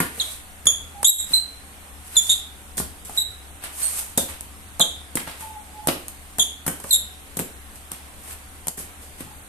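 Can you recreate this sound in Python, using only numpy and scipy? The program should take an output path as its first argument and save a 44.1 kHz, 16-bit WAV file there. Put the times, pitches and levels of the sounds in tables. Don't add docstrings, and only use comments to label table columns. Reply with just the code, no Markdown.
import sys
import numpy as np
from scipy import signal
from scipy.fft import rfft, irfft, next_fast_len
from scipy.io import wavfile
from scipy.ndimage import uniform_filter1d

SR = 44100
rng = np.random.default_rng(int(sys.argv[2]) if len(sys.argv) > 2 else 0)


def magnitude_from_level(level_db):
    exponent = np.asarray(level_db, float) / 20
    return 10 ** exponent


def digitize_waveform(pressure):
    field = np.atleast_2d(pressure).T
    bounded = np.clip(field, -1, 1)
    quanta = np.round(bounded * 32767).astype(np.int16)
    wavfile.write(sys.argv[1], SR, quanta)


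N = 418068


def evened(x):
    return x / np.sqrt(np.mean(x ** 2) + 1e-20)


def read(points, hz):
    f, value = np.transpose(points)
    return np.interp(np.log(hz + 1), np.log(f + 1), value)


def add(mix, s, sound):
    part = mix[..., round(s * SR):][..., :sound.shape[-1]]
    part += sound[..., :part.shape[-1]]


def band(x, lo_hz, hi_hz):
    edges_hz = [lo_hz, min(hi_hz, SR / 2.2)]
    return signal.sosfilt(signal.butter(2, edges_hz, "band", fs=SR, output="sos"), x)


def unroll(length_s):
    return np.arange(0, max(length_s, .004), 1 / SR)


def wander(shape, span):
    smooth = uniform_filter1d(rng.standard_normal(shape), int(span))
    return evened(uniform_filter1d(smooth, int(span)))


# start_s, held_s, grip_db, bite_rate_hz, settled_rate_hz
SQUEAKS = [(.198, 0.0064, -23.5, 4000, 3806), (.209, 0.0038, -25, 3720, 3320),
           (0.668, 0.0039, -15.5, 3610, 3400), (0.683, 0.036, -28.5, 3390, 3343),
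           (1.044, 0.019, -13, 3530, 3584), (1.069, 0.025, -16.5, 3956, 3803),
           (1.111, 0.13, -41, 3880, 3710), (1.334, 0.044, -19, 4084, 4066),
           (2.153, 0.041, -37.5, 3950, 3940), (2.166, 0.025, -21, 3610, 3460),
           (2.293, 0.037, -20.5, 3553, 3643), (3.174, .045, -25, 3795, 3888),
           (3.812, 0.0079, -51, 4410, 4280), (3.825, 0.054, -43, 4300, 4370),
           (4.177, 0.03, -36, 3620, 3540), (4.801, 0.0063, -23, 3770, 3780),
           (4.808, .014, -16.5, 3640, 3470), (6.394, 0.032, -22, 3490, 3386), (6.906, .02, -24, 4180, 3790),
           (6.926, 0.031, -20.5, 3767, 3680)]
# second_db, third_db, fourth_db
OVERTONES = [(-24, -33, -36), (-11, -31, -34), (-4, -8, -29), (0, -32, -16), (-3, -9.5, -16),
             (-3.5, -6.5, -17), (2, -11, -17), (-17.5, -26.5, -34), (-18, -12, -30), (0, -10.5, -14),
             (-9.5, -17.5, -20.5), (-12, -20, -27), (-17, -20, -30), (5.5, -18, -30), (-11, -27, -30),
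             (-20, -18, -26), (-9.5, -18.5, -26), (-7.5, -13, -16), (-11, -15, -37), (-6.5, -11, -39)]
SPREAD = [.03, .035, .022, .009, .04, .012, .03, .017, .03, .005, .045, .022, .03, .018, .03, .05, .045,
          .045, .034, .03]


def squeak(row, overtones_db, spread, count=4):
    bite_s, let_go_s = .004, .018
    bite_db, sag_db, let_go_db_per_s = -5, -5, -1200
    locked_below = 0.016
    s, held_s, top_db, bite_hz, settled_hz = row
    t = unroll(bite_s + held_s + let_go_s)
    times = [0, bite_s, bite_s + held_s, t[-1]]
    grip_db = top_db + np.interp(t, times, [bite_db, 0, sag_db, sag_db + let_go_db_per_s * let_go_s])
    settle_s = 0.389 * (bite_s + held_s)
    hz = settled_hz + (bite_hz - settled_hz) * np.exp(-t / settle_s)
    loose = min(spread / locked_below, 1)

    shape = (count, len(t))
    offset = np.linspace(-1, 1, count)[:, None] + .5 * wander(shape, 180) + .4 * wander(shape, 12)
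    turns = np.cumsum(hz * (1 + spread * offset), 1) / SR + loose * rng.random((count, 1))
    swell = magnitude_from_level(2.5 * wander(shape, 130))
    pulses = np.zeros(shape)
    for k, db in enumerate((0, *overtones_db)):
        pulses += magnitude_from_level(db) * np.cos(2 * np.pi * (k + 1) * turns)
    pulses += magnitude_from_level(-27) * evened(band(rng.standard_normal(shape), 1700, 8700))
    blocks = swell * pulses * magnitude_from_level(grip_db) / np.sqrt(count / 2)
    blocks *= signal.windows.tukey(len(t), 200 / len(t))

    lags = (loose * rng.integers(-9, 9, count)).astype(int)
    late = np.array([np.roll(b, lag) for b, lag in zip(blocks, lags)])
    return s, np.array([blocks.sum(0), late.sum(0)])


# start_s, slap_db, thud_db, tick_db, slap_centre_hz
HEELS = [
    (.655, -32, -34, -20.5, 1710),
    (1.029, -18.5, -33, -15.5, 910),
    (2.77, -30, -38, -20.5, 570),
    (4.175, -30, -19.5, -6.5, 520),
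    (5.154, -34, -21, -14.5, 640),
    (6.664, -22.5, -27, -15.5, 890),
    (7.369, -26.5, -29.5, -18, 487),
]
# start_s, slap_db, thud_db, tick_db, slap_centre_hz
FLATS = [
    (.002, -11, -17, -9.5, 1423),
    (.667, -20.5, -41, -16, 914),
    (2.78, -23.5, -33, -42, 927),
    (2.799, -23.5, -24, -20, 835),
    (4.179, -16, -33, -10.5, 873),
    (4.801, -15.5, -22.5, -32, 680),
    (5.171, -16, -37, -17.5, 1670),
    (5.884, -10, -25, -47, 445),
    (6.384, -19, -27.5, -16, 652),
    (6.678, -18, -20.5, -12, 1524),
]
# start_s, slap_db, thud_db, tick_db, slap_centre_hz
TAPS = [(.179, -31.5, -37, -40, 759), (1.308, -47, -38, -32, 760), (3.049, -44, -59, -32, 921),
        (3.094, -30, -37.5, -33, 580), (3.638, -32, -42, -25, 930), (5.273, -28, -37, -46, 605),
        (5.407, -40, -43, -27.5, 727), (6.8, -36, -49, -29, 800), (6.842, -25.5, -33.5, -50, 675),
        (8.777, -27, -32.5, -37, 794), (9.206, -49, -30, -32, 563)]
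# start_s, slap_db, thud_db, tick_db, slap_centre_hz
SNAPS = [
    (4.408, -32.5, -42, -23, 966),
    (4.796, -21, -38, -9, 643),
    (5.872, -15, -18, -7, 513),
    (5.885, -19.5, -30, -20, 1550),
    (6.082, -32, -58, -19.5, 1560),
    (7.391, -21.5, -52, -13.5, 1800),
    (7.396, -21.5, -22, -17, 497),
    (7.917, -28, -35.5, -18.5, 740),
    (8.67, -18.5, -33.5, -16, 1010),
    (8.682, -24, -41, -9.5, 600),
]
# mode_hz, level_db, t60_s
FLOOR_MODES = [(180.4, -2.5, 0.13), (258, -0.5, 0.085), (457, -2.5, 0.039)]


def steps(contacts, rattle_ms, click, ring_share):
    out, t = np.zeros((2, N)), np.arange(2200) / SR
    ring = np.zeros(len(t))
    for hz, db, t60 in FLOOR_MODES:
        ring += magnitude_from_level(db - 60 * t / t60) * np.sin(2 * np.pi * hz * t)
    push = band(-np.exp(-t / 0.0013) * np.sin(2 * np.pi * 260 * t) - 0.093 * ring, 99, 2800)
    lead = 90
    thud = np.roll(push, lead)
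    fall = np.exp(-abs(t - lead / SR) * 1000 / np.where(t < lead / SR, .7, rattle_ms))
    for s, slap_db, thud_db, tick_db, slap_hz in contacts:
        rattle = rng.standard_normal((2, len(t))) * fall * magnitude_from_level(1.55 * wander(len(t), 26))
        rattle[:, lead] -= click
        slap = band(rattle.mean(0) + 0.42 * rattle, slap_hz / 2.39, slap_hz * 1.74)
        slap = slap * np.sqrt(1200 / slap_hz)
        slap += ring_share * band(rattle, slap_hz / 1.03, slap_hz * 1.03)
        tick = band(rattle, 3330, 27000) + .3 * band(rattle, 3170, 5000)
        hit = magnitude_from_level(thud_db + 7.5) * thud + magnitude_from_level(slap_db + 4.5) * slap + magnitude_from_level(tick_db - 10.0) * tick
        add(out, max(s - .5 * lead / SR, 0), hit)
    return out


# loudest_s, swell_s, fade_s, hiss_db, relative_rub_db
DRAGS = [(.212, .12, 0.22, -33.5, -0.5), (.322, 0.11, 0.074, -37, -17), (1.335, 0.088, .005, -30.5, -2),
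         (2.079, 0.063, 0.021, -42.5, -6), (2.168, 0.11, 0.0052, -36.5, 2.5), (2.3, 0.22, 0.13, -30, -8.5),
         (3.055, .015, 0.21, -40.5, -4), (3.179, 0.1, .004, -34, -3), (3.645, 0.037, 0.083, -35, 6),
         (3.825, .12, 0.33, -28, -4), (3.994, 0.19, 0.065, -28, -5.5), (4.292, 0.022, 0.11, -37, 4.5),
         (5.275, 0.014, 0.12, -39, 9), (5.42, .08, 0.13, -38.5, 1.5), (6.904, 0.11, 0.0069, -36, -25),
         (7.758, 0.02, 0.036, -43.5, -7), (8.324, 0.17, 0.053, -37, 0), (9.028, 0.034, 0.12, -45.5, -12),
         (9.208, 0.055, 0.056, -39.5, 3.5)]
# loudest_s, fade_s, hiss_db, relative_rub_db
SKIDS = [(.008, 0.093, -35, 10), (2.779, 0.064, -23.5, -35), (4.197, .08, -34, -22),
         (5.2, 0.035, -47, 16.5), (5.887, 0.018, -33, 20.5), (6.684, 0.081, -45, 7),
         (6.841, 0.018, -36, -6), (7.37, .2, -53, 6), (7.395, 0.027, -30, 4), (7.916, 0.11, -43, 6),
         (8.776, 0.083, -29.5, -5)]


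def scuff(top_s, swell_s, fade_s, top_db, rub_db):
    range_db = -21
    swell_s = np.clip(swell_s, .002, top_s)
    t = unroll(swell_s + fade_s)
    hiss_db = top_db + range_db * np.where(t < swell_s, 1 - t / swell_s, (t - swell_s) / fade_s)
    grains = rng.standard_normal((2, len(t))) * magnitude_from_level(1.9 * wander(len(t), 48))
    hiss = evened(band(grains, 2190, 13300))
    rub = evened(band(grains, 550, 3630))
    slide = magnitude_from_level(hiss_db - 8.5) * (hiss + magnitude_from_level(rub_db + 1.5) * rub)
    return top_s - swell_s, slide * signal.windows.tukey(len(t), .1)


# start_s, level_db, pitch_hz
LOADS = [
    (.68, -47, 96.3),
    (2.78, -35, 64.5),
    (3.27, -37, 73.3),
    (4.189, -40, 80.5),
    (4.8, -44, 69),
    (9.199, -42.5, 115.5),
]


def load(s, level_db, hz):
    rise_s, decay_s = 0.013, 0.37
    t = unroll(decay_s)
    turns = np.cumsum(hz * (1 + 0.12 * wander(len(t), 600))) / SR
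    level = magnitude_from_level(level_db - 60 * t / (2 * decay_s)) * (1 - np.exp(-t / rise_s))
    return s, level * np.sin(2 * np.pi * turns) * signal.windows.tukey(len(t), .2)


# start_s, length_s, level_db, pitch_hz
CROW = [
    (.94, 0.082, -50, 819),
    (5.41, 0.13, -45, 882),
    (5.51, 0.12, -48, 863),
    (5.64, .06, -73, 860),
    (5.73, 0.1, -47.5, 854),
    (5.8, 0.089, -47.5, 849),
    (9.26, 0.083, -56, 853),
]


def crow(s, length_s, top_db, top_hz):
    t = unroll(length_s)
    level_db = top_db - 13 * (2 * t / length_s - 1) ** 4
    hz = top_hz * (1 - 0.018 * t / length_s)
    turns = np.cumsum(hz * (1 + .013 * wander(len(t), 200))) / SR
    level = magnitude_from_level(level_db + 2.3 * wander(len(t), 330))
    return s, level * np.sin(2 * np.pi * turns) * signal.windows.tukey(len(t), .2)


# frequency_hz, t60_s
ROOM = [(150, 0.26), (400, 0.42), (1040, 0.34), (2760, 0.48), (7280, 0.32)]
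# frequency_hz, coherence_ratio
SAME = [(60, 0.43), (180, 0.91), (550, 0.54), (1650, -0.17), (4970, 0.16), (15000, -0.3)]


def room(x, count=3):
    out, size = np.zeros((2, N)), SR // 2
    same = np.clip(read(SAME, np.fft.rfftfreq(size, 1 / SR)), -1, 1)
    for k in range(count):
        taps = np.zeros((2, size))
        at = np.arange(120, size - 20, 20) + rng.integers(0, 20, (2, (size - 121) // 20))
        np.put_along_axis(taps, at, rng.choice([-1., 1.], at.shape), 1)
        left, other = rfft(taps)
        right = same * left + np.sqrt(1 - same ** 2) * other
        taps = irfft(np.array([left, right]), size)
        f, t, z = signal.stft(taps, SR, nperseg=256)
        tail = signal.istft(z * magnitude_from_level(-60 * t / read(ROOM, f)[:, None]), SR, nperseg=256)[1]
        tail = tail / np.linalg.norm(tail[0])
        turn = np.cos(np.pi * (np.arange(N) / SR * 3 + k / count)) * np.sqrt(2 / count)
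        out += signal.oaconvolve((x[k % 2] * turn)[None], tail, axes=1)[:, :N]
    return out


# frequency_hz, density_db
FAN = [(6, -6), (25, -2), (48, -8), (72, -3.5), (110, -13), (290, -16.5), (545, -18), (770, -17),
       (1600, -18), (3400, -23), (5500, -31.5), (8000, -32), (11000, -32), (13500, -34.5)]
# frequency_hz, width_hz, level_db
HUM = [(71.6, 8.5, -47.5), (207.5, 9, -61), (282.4, 12.94, -61.5), (759, 25.56, -62.5)]


def fan():
    frames, hz = N // 512 + 5, np.fft.rfftfreq(2048, 1 / SR)
    a, b, c, d, patches = rng.standard_normal((frames, 1025, 5)).T
    patches = evened(uniform_filter1d(uniform_filter1d(patches, 16, 0), 8, 1))
    same = np.clip(read(SAME, hz), -1, 1)[:, None]
    left = a + 1j * b
    right = same * left + np.sqrt(1 - same ** 2) * (c + 1j * d)
    z = np.array([left, right]) * magnitude_from_level(read(FAN, hz)[:, None] + 1.2 * patches)
    air = magnitude_from_level(-47.5) * evened(signal.istft(z, nperseg=2048, noverlap=1536)[1][:, :N])
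    for line_hz, width_hz, db in HUM:
        turns = np.cumsum(line_hz + width_hz / 2 * wander(N, 2290)) / SR
        air += magnitude_from_level(db + 1.64 * wander(N, 2800)) * np.sin(2 * np.pi * turns)
    return air


def scene():
    squeaks, slides, far = np.zeros((2, N)), np.zeros((2, N)), np.zeros((2, N))
    for row in zip(SQUEAKS, OVERTONES, SPREAD):
        add(squeaks, *squeak(*row))
    hits = steps(HEELS, rattle_ms=4.5, click=2, ring_share=.4)
    hits += steps(FLATS, rattle_ms=4.15, click=1.8, ring_share=1)
    hits += steps(TAPS, rattle_ms=4.2, click=.86, ring_share=.4)
    hits += steps(SNAPS, rattle_ms=1.24, click=4.4, ring_share=.4)
    for row in DRAGS:
        add(slides, *scuff(*row))
    for s, *row in SKIDS:
        add(slides, *scuff(s, .008, *row))
    for row in LOADS:
        add(hits, *load(*row))
    for row in CROW:
        add(far, *crow(*row))
    wet = room(magnitude_from_level(-4.5) * squeaks + magnitude_from_level(-2) * hits + magnitude_from_level(-4.5) * slides + magnitude_from_level(7.0) * far)
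    return magnitude_from_level(2.5) * squeaks + hits + slides + magnitude_from_level(4.5) * far + wet + fan()


# frequency_hz, relative_db
GATE = [(900, -58), (2200, -43.5), (3000, -36), (4400, -31), (5400, -27.5), (6300, -41.5), (8000, -62),
        (9300, -49), (11000, -48), (12800, -46), (14000, -32)]
# frequency_hz, level_db
QUIET = [(2000, -100), (3000, -79), (4000, -78), (5000, -78), (6200, -83.5), (7500, -100)]


def spectral_gate(x, size=8):
    hz, t, z = signal.stft(x, SR, nperseg=1024)
    power = (abs(z[:, :512]) ** 2).mean(0).reshape(-1, size, len(t)).mean(1)
    level_db = 10 * np.log10(power + 1e-14)
    centre = hz[size // 2:512:size]
    gate_db = level_db[centre > 700].max(0) + read(GATE, centre)[:, None]
    bar_db = np.maximum(gate_db, read(QUIET, centre)[:, None])
    keep = np.clip(level_db - bar_db, .01, 1)
    keep[centre < 800] = 1
    z[:, :512] *= np.repeat(keep, size, 0)
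    return signal.istft(z, SR, nperseg=1024)[1][:, :N]


def top_cut(x):
    return signal.sosfilt(signal.butter(12, 15610, fs=SR, output="sos"), x)


# resonance_hz, sharpness_q, level_db, bass_db
PORTS = [
    (11510, 5.6, 2, 2),
    (8785, 6.7, 2.5, -3),
]
# start_s, end_s, gain_db
DUCKS = [
    (1.04, 1.19, -8.5),
    (8.695, 8.789, -5),
]


def record(dry):
    size = next_fast_len(N + 2048)
    hz = np.fft.rfftfreq(size, 1 / SR)
    ports = []
    for f, q, db, bass_db in PORTS:
        cavity = 1 - (hz / f) ** 2 + 1j * hz / (f * q)
        ports.append(magnitude_from_level(db + bass_db / (1 + (hz / 110) ** 4)) / cavity)
    edge = np.clip(1 - (hz - 14170) / 150, magnitude_from_level(-27), 1)
    heard = irfft(rfft(dry, size) * np.array(ports) * edge, size)[:, :N]
    dip_db, t = np.zeros(N), np.arange(N) / SR
    for s, until, db in DUCKS:
        dip_db += db * ((t > s) & (t < until))
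    heard = heard * magnitude_from_level(uniform_filter1d(dip_db, 900))
    limited = 0.92 * np.tanh(heard / 0.97)
    return top_cut(spectral_gate(limited))


dry = scene()
out = record(dry)
digitize_waveform(out)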